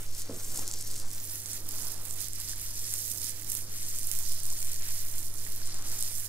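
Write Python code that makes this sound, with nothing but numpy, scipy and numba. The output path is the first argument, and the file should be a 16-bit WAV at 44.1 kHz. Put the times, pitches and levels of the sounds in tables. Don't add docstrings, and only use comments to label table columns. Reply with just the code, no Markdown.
import sys
import numpy as np
from scipy import signal
from scipy.fft import rfft, irfft
from scipy.io import wavfile
from scipy.ndimage import uniform_filter1d
from numba import njit

SR = 44100
rng = np.random.default_rng(int(sys.argv[2]) if len(sys.argv) > 2 else 0)


def master_out(mix):
    frames = np.transpose(np.atleast_2d(mix))
    ceiling = np.clip(frames, -1, 1)
    pcm = np.round(ceiling * 32767).astype(np.int16)
    wavfile.write(sys.argv[1], SR, pcm)


def voltage_ratio(level):
    return 10 ** (np.asarray(level, float) / 20)


N = 276948
T = np.arange(N) / SR

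# (start_s, left_minus_right_db, glove_drag_db)
HANDS = [(0.0, -5, -57.5), (0.12, -1.5, -60), (0.79, -1, -61), (2.17, -11.5, -57.5), (2.73, -3.5, -59.5),
         (3.15, -10, -60.5), (3.39, -12.5, -55), (3.5, -11, -61.5), (3.76, -1, -59), (3.92, -4, -59),
         (4.2, -13, -59), (4.56, -4, -61), (4.83, -5.5, -56.5), (5.25, -10, -60.5), (5.51, -10, -58.5),
         (5.77, -2.5, -56), (6.21, -9, -60.5), (6.28, -11, -58)]
HAIR_LEAN = 1.35
USUAL_STROKE_DB = -34.5
UNDER_CHIN_S, UNDER_CHIN_DB = 1.05, -4


def curves(table):
    s, *columns = np.transpose(table)
    return [np.interp(T, s, column) for column in columns]


def walk(rate):
    k = int(SR / rate)
    held = np.repeat(rng.standard_normal(N // k + 1), k)
    return 0.74 * uniform_filter1d(uniform_filter1d(held, k), k)[:N]


def coloured(x, colour):
    hz, db = np.transpose(colour)
    log_hz = np.log(np.fft.rfftfreq(N, 1 / SR) + 1e-3)
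    gain = voltage_ratio(np.interp(log_hz, np.log(hz), db, left=-99, right=-99))
    y = irfft(rfft(x) * gain, N)
    return y / np.sqrt(np.mean(y ** 2))


def wide_noise(colour, side, lag=0):
    mid, other = rng.standard_normal((2, N))
    left = np.roll(mid, lag) + side * other
    right = mid - side * other
    return coloured(np.array([left, right]), colour)


@njit
def rings(peak, hz, sharp, size, phase):
    out = np.zeros(N + 2000)
    for k in range(len(peak)):
        tau = sharp[k] * SR / (np.pi * hz[k])
        start = max(peak[k] - tau, 0.)
        s = 2j * np.pi * hz[k] / SR - 1 / tau
        i = int(start) + 1
        z = size[k] * np.exp(1 + 1j * phase[k] + s * (i - start)) / tau
        turn = np.exp(s)
        for j in range(min(500, int(9 * tau))):
            out[i + j] += z.imag * (i + j - start)
            z *= turn
    return out[:N]


def left_lag(s):
    return np.where(s > 1.1, 6.1, .7)


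def heard(s, hz, sharp, db, pan_db, lag, echo_db, count=3):
    chance = rng.random((len(s), 1 + 4 * count)).T
    phase = 2 * np.pi * chance[0]
    left = rings(s * SR + lag, hz, sharp * 1.168, voltage_ratio(db + pan_db / 2), phase)
    right = rings(s * SR, hz, sharp, voltage_ratio(db - pan_db / 2), phase)
    out = np.array([left, right])
    for k in range(2 * count):
        late_s = 0.000182 + .003 * chance[1 + 2 * k] ** 2
        lean_db = (.5 - k % 2) * pan_db * 0.057
        size = voltage_ratio(db + lean_db + echo_db - 1200 * late_s)
        echo_phase = 2 * np.pi * chance[2 + 2 * k]
        out[k % 2] += rings((s + late_s) * SR, hz, sharp * 1.2, size, echo_phase)
    return out


def strokes():
    # (start_s, length_s, level_db, brightness_db)
    stroke_list = [(-0.13, 0.17, -42.5, 21), (0.121, 0.087, -36, 3), (0.32, 0.3, -37, 8),
                   (0.531, 0.076, -34, 1), (0.615, 0.077, -39, 0), (0.685, 0.11, -39.5, -0.5),
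                   (0.774, 0.23, -38.5, 2), (1.057, 0.39, -39.5, 7), (1.26, 0.072, -38, 7),
                   (1.435, 0.13, -36.5, 1), (1.656, 0.26, -38, 1), (2.013, 0.17, -44.5, 10),
                   (2.156, 0.086, -39, -4), (2.303, 0.18, -41.5, -0.5), (2.448, 0.064, -36.5, -4),
                   (2.526, 0.17, -37.5, 1.5), (2.704, 0.23, -36, 1), (2.88, 0.22, -35, 3),
                   (3.02, 0.15, -38, 6), (3.163, 0.13, -36.5, -1), (3.446, 0.16, -35.5, 9),
                   (3.67, 0.28, -37.5, 1), (3.87, 0.16, -38, 4), (4.006, 0.18, -37, 5),
                   (4.199, 0.19, -39, -3), (4.4, 0.38, -36.5, 2), (4.779, 0.23, -35.5, 0.5),
                   (5.006, 0.25, -39.5, 7), (5.314, 0.27, -43, 5), (5.567, 0.21, -43.5, -7),
                   (5.823, 0.27, -35, -0.5), (6.067, 0.17, -37.5, 8)]
    attack_s, release_s = 0.066, 0.047
    resting_db, resting_bright_db = -44, 5
    s, length, db, bright_db = np.transpose(stroke_list)[:, :, None]
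    t = T[::100]
    shape = np.clip(np.minimum((t - s) / attack_s, (s + length + release_s - t) / release_s), 0, 1)
    progress = np.clip((t - s) / (length + release_s), 0, 1)
    db = db + 4.5 * (np.sin(np.pi * progress) - .7)
    power = (voltage_ratio(db) * np.sin(shape * np.pi / 2)) ** 2
    resting = voltage_ratio(resting_db) ** 2
    total = power.sum(axis=0) + resting
    brightness = ((power * bright_db).sum(axis=0) + resting * resting_bright_db) / total
    return np.interp(T, t, 10 * np.log10(total)), np.interp(T, t, brightness)


def hum():
    # (pitch_hz, level_db)
    mains = [(100.0, -52), (200.0, -79), (300.0, -72), (76.4, -70), (153.0, -67)]
    # (pitch_hz, level_db, wander_hz)
    fan = [(458, -79, 2.61), (500.6, -75, 2.85), (627, -75, 2.1), (879, -78, 2.66)]
    tones = [(hz, db, .04) for hz, db in mains] + fan
    out = np.zeros(N)
    for hz, db, wander in tones:
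        turns = np.cumsum(hz + wander * walk(3)) / SR
        out += np.sqrt(2) * voltage_ratio(db) * np.sin(2 * np.pi * turns)
    return out


def arm():
    # (push_s, level_db)
    pushes = [(0.11, -28), (0.36, -38), (0.5, -30), (0.77, -33), (1.06, -27), (1.32, -42), (1.48, -48),
              (1.65, -33), (1.87, -34), (2.13, -35), (2.57, -40), (2.81, -34), (3.11, -46), (3.34, -39),
              (3.63, -37), (3.84, -32), (4.05, -30), (4.31, -25), (4.68, -27), (4.93, -28), (5.17, -28),
              (5.4, -31), (5.66, -27), (5.91, -29), (6.18, -33)]
    s, db = np.transpose(pushes)
    times = np.r_[s[0] - .25, s, s[-1] + .27]
    turns = uniform_filter1d(np.interp(T, times, np.arange(len(s) + 2)), size=5000)
    level = voltage_ratio(uniform_filter1d(np.interp(T, s, db), size=4000))
    push = np.sqrt(2) * level * np.cos(2 * np.pi * turns)
    return push * voltage_ratio(np.array([[-.6], [.6]]))


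def shifts():
    # (middle_s, spread_s, stand_shudder_db, cloth_db, palm_db)
    shift_list = [(0, 0.022, -10, 3, 4), (.15, 0.057, 6, 1, -0.5), (.33, 0.039, -6, 14, 2),
                  (.59, 0.12, 6, 9.5, 7.5), (1.0, 0.087, 3, 7, 1), (1.8, 0.36, -3, 4, 4),
                  (2.3, .05, 2, -2, -5), (2.5, 0.16, 0.5, -1, -0.5), (5.4, .15, 1, 2.5, -1),
                  (3.4, 0.3, 2, 3, -1), (5.0, 0.22, 1, -0.5, 1), (5.87, 0.15, 0, 3.5, 7),
                  (6.2, 0.12, -1, -2.5, -1)]
    s, spread, *lifts_db = np.transpose(shift_list)[:, :, None]
    swell = np.exp(-.5 * ((T - s) / spread) ** 2)
    return [(swell * db).sum(axis=0) for db in lifts_db]


def rub():
    # (pitch_hz, level_db)
    glove_colour = [(900, -32), (1300, -14), (1900, -5.5), (2500, -8), (4000, -7), (6000, -19)]
    palm_colour = [(420, -49), (600, -2), (900, 0.5), (1300, 0), (1800, -5)]
    cloth_colour = [(70, -6), (110, 1.5), (150, -1.5), (185, -0.5), (300, 0), (500, -4.5), (620, -9),
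                    (850, -26)]
    stand_colour = [(9, -14), (14, 2), (24, -2.5), (33, 1), (42, -15), (55, -18), (80, -17.5), (130, -36)]
    glove_db = 5.5 + curves(HANDS)[1] + 0.55 * (strokes()[0] - USUAL_STROKE_DB)
    stand_db, cloth_db, palm_db = np.array(shifts()) + [[-52.5], [-60.7], [-63.36]]
    lean = np.array([[-1], [1]])
    drag = walk(50)
    glove = wide_noise(glove_colour, 0.71, lag=3.3) * voltage_ratio(glove_db + 2.7 * drag + 1.35 * lean)
    palm_flicker_db = 2.0 * drag + 2.5 * walk(30)
    palm = wide_noise(palm_colour, 0.45, lag=3.7) * voltage_ratio(palm_db + palm_flicker_db + 1.7 * lean)
    cloth = wide_noise(cloth_colour, 0.23) * voltage_ratio(cloth_db + 1.1 * walk(25.17) + 0.93 * lean)
    stand = wide_noise(stand_colour, 0.39) * voltage_ratio(stand_db + .5 * lean)
    return glove + palm + cloth + stand


def beard(count=70000):
    hair_hz = (2750, 4800, 7600, 13300, 14760)
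    hair_db = (-32, 8, 8.5, 7, 13)
    when, pitch, ring, big, side, place = rng.random((count, 6)).T
    at = (when * (N - 40)).astype(int)
    s = at / SR
    level_db, bright_db = (c[at] for c in strokes())
    hz = hair_hz[0] * (hair_hz[-1] / hair_hz[0]) ** pitch
    log_hz, log_points = np.log(hz), np.log(hair_hz)

    coarse_db = -2.5 - 0.69 * (level_db - USUAL_STROKE_DB) - bright_db
    fine_db = 0.5 + 0.21 * bright_db + UNDER_CHIN_DB * (s < UNDER_CHIN_S)
    coarse = np.interp(log_hz, log_points, [1, 1, 0, 0, 0])
    fine = np.interp(log_hz, log_points, [0, 0, 0, 1, 1])
    colour_db = np.interp(log_hz, log_points, hair_db) + coarse * coarse_db + fine * fine_db

    sharp = 1.1 + (1.6 + 4.5 * ring ** 2) * big ** .2
    size_db = np.minimum(-(3.8 - 1.2 * pitch ** 2) * np.log(big), 14)
    patch = sum(walk(14)[at] * np.cos(np.pi * k * pitch) for k in (2, 3, 5))
    size_db = size_db + .6 * patch + 1.6 * walk(180)[at]
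    energy_db = 10 * np.log10(sharp * SR / hz)

    pan_db = HAIR_LEAN * curves(HANDS)[0][at] * (hz / 9000) ** 0.37 + 9 * (side - .5)
    lag_spread = np.interp(s, [.9, 1.4], [.6, 1.5])
    lag = np.interp(s, [.9, 1.4], [.6, 6.1]) - lag_spread * ((place < .35) + 1.1 * place)
    db = level_db - 5.0 + colour_db + size_db - energy_db
    return heard(s, hz, sharp, db, pan_db, lag, echo_db=-10)


def ticks(count=220):
    when, pitch, ring, big, side = rng.random((count, 5)).T
    at = (when * (N - 40)).astype(int)
    s = at / SR
    db = strokes()[0][at] + 9 - 1.5 * np.log(big).clip(-2)
    db = db + 2 * UNDER_CHIN_DB * pitch * (s < UNDER_CHIN_S)
    db = db + 3 * (pitch - .5)
    pan_db = HAIR_LEAN * curves(HANDS)[0][at] + 8 * (side - .5)
    return heard(s, 6000 * 2.0 ** pitch, .9 + 1.2 * ring, db, pan_db, left_lag(s), echo_db=-14)


def snaps():
    # (peak_s, peak_db, ring_hz)
    middling_catches = [(0.1947, -23, 10700), (0.219, -24, 7400), (0.5476, -23, 7900), (0.5797, -23, 8800),
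                        (0.5937, -20, 7500), (0.7241, -22, 8200), (0.8116, -23, 8400), (0.8744, -22, 12600),
                        (0.9136, -22, 8700), (0.9629, -21, 8200), (0.9996, -21, 9800), (1.1046, -25, 9800),
                        (1.1331, -24, 12500), (1.149, -24, 10000), (1.245, -24, 9100), (1.2528, -26, 10700),
                        (1.2973, -27, 10400), (1.3149, -27, 10200), (1.4256, -28, 10300), (1.4871, -25, 10000),
                        (1.71, -24, 8000), (1.7582, -25, 10800), (1.7976, -21, 11300), (1.8227, -23, 9100),
                        (1.8549, -24, 12600), (1.8853, -25, 12100), (1.9219, -25, 11100), (2.0531, -23, 10100),
                        (2.0596, -29, 9600), (2.0711, -28, 11200), (2.0839, -26, 9900), (2.1249, -27, 9200),
                        (2.1293, -28, 10100), (2.2265, -24, 9200), (2.2442, -26, 11100), (2.3546, -27, 9400),
                        (2.405, -23, 9900), (2.5352, -24, 10000), (2.685, -24, 8700), (2.7937, -20, 8000),
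                        (2.8144, -22, 12000), (2.853, -23, 7900), (2.9041, -25, 9300), (2.9134, -21, 10000),
                        (2.9273, -25, 10300), (2.9706, -23, 10100), (2.9812, -19, 11000), (3.0034, -21, 9400),
                        (3.079, -24, 9800), (3.1017, -23, 9200), (3.1355, -24, 10700), (3.1742, -25, 10500),
                        (3.2179, -22, 8000), (3.243, -21, 7700), (3.2533, -24, 9800), (3.2602, -22, 8000),
                        (3.2844, -23, 11400), (3.3094, -28, 10500), (3.4221, -27, 9000), (3.4465, -25, 10500),
                        (3.5039, -24, 10800), (3.5306, -21, 10100), (3.5408, -22, 11300), (3.5673, -23, 10200),
                    (3.5736, -23, 11400), (3.5793, -23, 10800), (3.5898, -22, 12500), (3.6498, -28, 10400),
                    (3.8303, -22, 9100), (3.9939, -25, 8800), (4.0318, -20, 9400), (4.0568, -29, 10000),
                    (4.125, -21, 10100), (4.137, -24, 9300), (4.2269, -25, 9100), (4.2983, -24, 10800),
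                    (4.3271, -23, 9200), (4.3347, -22, 10500), (4.4029, -22, 9700), (4.4634, -25, 10100),
                    (4.4669, -21, 10200), (4.4788, -25, 10500), (4.5034, -19, 7700), (4.5276, -19, 9200),
                    (4.6181, -23, 9600), (4.6473, -20, 9700), (4.6531, -25, 11200), (4.6837, -24, 11200),
                    (4.7217, -22, 8500), (4.7328, -20, 11700), (4.7614, -22, 7000), (4.7682, -28, 11000),
                    (4.8229, -24, 6800), (4.8736, -26, 12700), (4.9231, -22, 10200), (5.1137, -26, 9000),
                    (5.1926, -27, 11800), (5.2577, -26, 9200), (5.2688, -31, 11100), (5.2825, -28, 9900),
                    (5.3152, -33, 9600), (5.3401, -28, 10700), (5.3862, -28, 10600), (5.6571, -25, 7700),
                    (5.6737, -20, 9100), (5.7439, -23, 8000), (5.8238, -24, 7400), (5.8714, -25, 11800),
                    (5.8999, -21, 11200), (5.9274, -23, 10700), (5.9907, -22, 8100), (6.0112, -20, 10300),
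                    (6.056, -22, 9000), (6.1234, -25, 9000), (6.1519, -23, 10000), (6.1999, -22, 9400),
                    (6.2208, -29, 11500), (6.2473, -25, 10900), (6.2539, -23, 8900), (6.2627, -25, 11000)]
    # (peak_s, peak_db, ring_hz, left_minus_right_db)
    strong = [(0.5588, -20, 8600, -3), (0.5747, -19, 8000, -3), (0.6783, -17, 7200, 0),
              (0.7134, -18, 6900, -3), (0.7383, -19, 6800, 0), (0.8255, -20, 8900, -4),
              (1.1145, -22, 8800, -11), (1.2405, -26, 9400, -15), (1.3564, -20, 11000, -6),
              (1.4595, -21, 7900, -10), (1.5331, -19, 8500, -6), (1.6898, -13, 12500, -8),
              (2.1096, -22, 8700, -17), (2.2054, -22, 10100, -19), (2.2152, -19, 10900, -10),
              (2.2848, -19, 10100, -10), (2.3336, -20, 8900, -9), (2.4012, -19, 9300, -8),
              (2.4128, -22, 10900, -12), (2.4884, -20, 11000, -12), (2.4949, -18, 8800, -9),
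              (2.9389, -11, 9300, 0), (3.1171, -18, 9400, -15), (3.295, -20, 8800, -11),
              (3.5004, -14, 10600, -12), (3.5193, -13, 10000, -13), (3.5519, -17, 10700, -16),
              (3.8944, -21, 13100, -17), (3.9875, -15, 9400, -8), (4.0715, -17, 11100, -15),
              (4.1154, -11, 9700, -13), (4.1519, -21, 8900, -15), (4.1891, -18, 9900, -15),
              (4.3211, -23, 11100, -20), (4.434, -23, 9600, -18), (4.455, -22, 9400, -18),
              (4.6279, -18, 9700, -9), (4.7437, -19, 9200, -6), (4.9074, -18, 10700, -7),
              (5.0828, -25, 12000, -18), (5.1826, -20, 9500, -14), (5.23, -24, 9800, -15),
              (5.5219, -24, 10800, -13), (5.562, -21, 11700, -10), (5.6677, -24, 11500, -13),
              (6.0083, -19, 10500, -11), (6.0258, -12, 8800, -10), (6.0348, -17, 9100, -10)]
    s, db, hz = np.transpose(middling_catches)
    catches = s, db, hz, 1.3 * curves(HANDS)[0][(s * SR).astype(int)]
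    s, db, hz, pan_db = np.hstack([np.transpose(strong), catches])
    sharp = np.clip(1.8 * voltage_ratio(1.5 * rng.standard_normal(len(s))), .6, 6)
    lag = left_lag(s)
    ring = heard(s, hz, sharp, db + 2, pan_db, lag, echo_db=-15)
    crack_hz = np.minimum(hz * 1.4, 14500)
    return ring + heard(s, crack_hz, sharp, db - 10, pan_db, lag, echo_db=-16)


def knock():
    # (pitch_hz, level_db, time_to_fall_60_db_s)
    modes = [(226, -8, 0.07), (285, 4.5, 0.045), (330, 4, 0.024), (396, -3, 0.05), (452, -4, 0.35),
             (480, 1, .04), (507.5, -10, 0.35), (660, -14, 0.15), (780, -3, .015), (1050, -5, 0.025),
             (1250, -5, .015), (1500, -7, .012)]
    knock_s, knock_db = .2953, -35
    out = np.zeros(N)
    for delay_s, bounce_db in ((0, 0), (.0145, -6)):
        t = np.maximum(T - knock_s - delay_s, 0)
        push = 1 - np.exp(-t / 0.0011)
        for hz, mode_db, t60 in modes:
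            level = voltage_ratio(knock_db + bounce_db + mode_db - 60 * t / t60)
            out -= level * np.sin(2 * np.pi * hz * t) * push
    return signal.sosfilt(signal.butter(2, 190, "high", fs=SR, output="sos"), out)


def creases():
    # (peak_s, peak_db, pitch_hz, pitch_over_bandwidth)
    pops = [
        (.578, -54, 700, 2.8),
        (.59, -48, 900, 2.5),
        (1.044, -50, 805, 3.5),
        (2.533, -48, 1590, 2.2),
        (3.42, -51, 2150, 2),
        (4.523, -59, 1000, 4),
        (4.551, -51, 1900, 3.3),
        (4.625, -43, 2190, 1.8),
        (5.4657, -41, 1910, 1.7),
        (5.6176, -43, 1590, 1.5),
    ]
    s, db, hz, sharp = np.transpose(pops)
    return heard(s, hz, np.clip(sharp, 1, 5), db, -1.2, left_lag(s), echo_db=5.0)


def sway():
    middle_s, spread_s, pitch_hz, level_db = 2.55, 0.24, 31.9, -47
    swell = np.exp(-.5 * ((T - middle_s) / spread_s) ** 2)
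    return np.sqrt(2) * voltage_ratio(level_db) * swell * np.sin(2 * np.pi * pitch_hz * T)


def scene():
    high_pass = signal.butter(2, 3000, "high", fs=SR, output="sos")
    hairs = signal.sosfilt(high_pass, beard() + snaps() + ticks())
    return hairs + creases() + rub() + arm() + sway() + hum() + knock()


def band_limit(x):
    return signal.sosfilt(signal.butter(12, 16860, fs=SR, output="sos"), x)


def record(dry):
    sharpest = (1.69, 4.115)
    f = np.fft.rfftfreq(N, 1 / SR)
    spectrum = rfft(dry)
    low = irfft(spectrum * (f < 15730), N)
    top = irfft(spectrum * ((f > 15730) & (f < 16600)), N)
    keep = sum(np.exp(-((T - t) / .003) ** 2) for t in sharpest)
    return band_limit(low + top * keep)


dry = scene()
out = record(dry)
master_out(out)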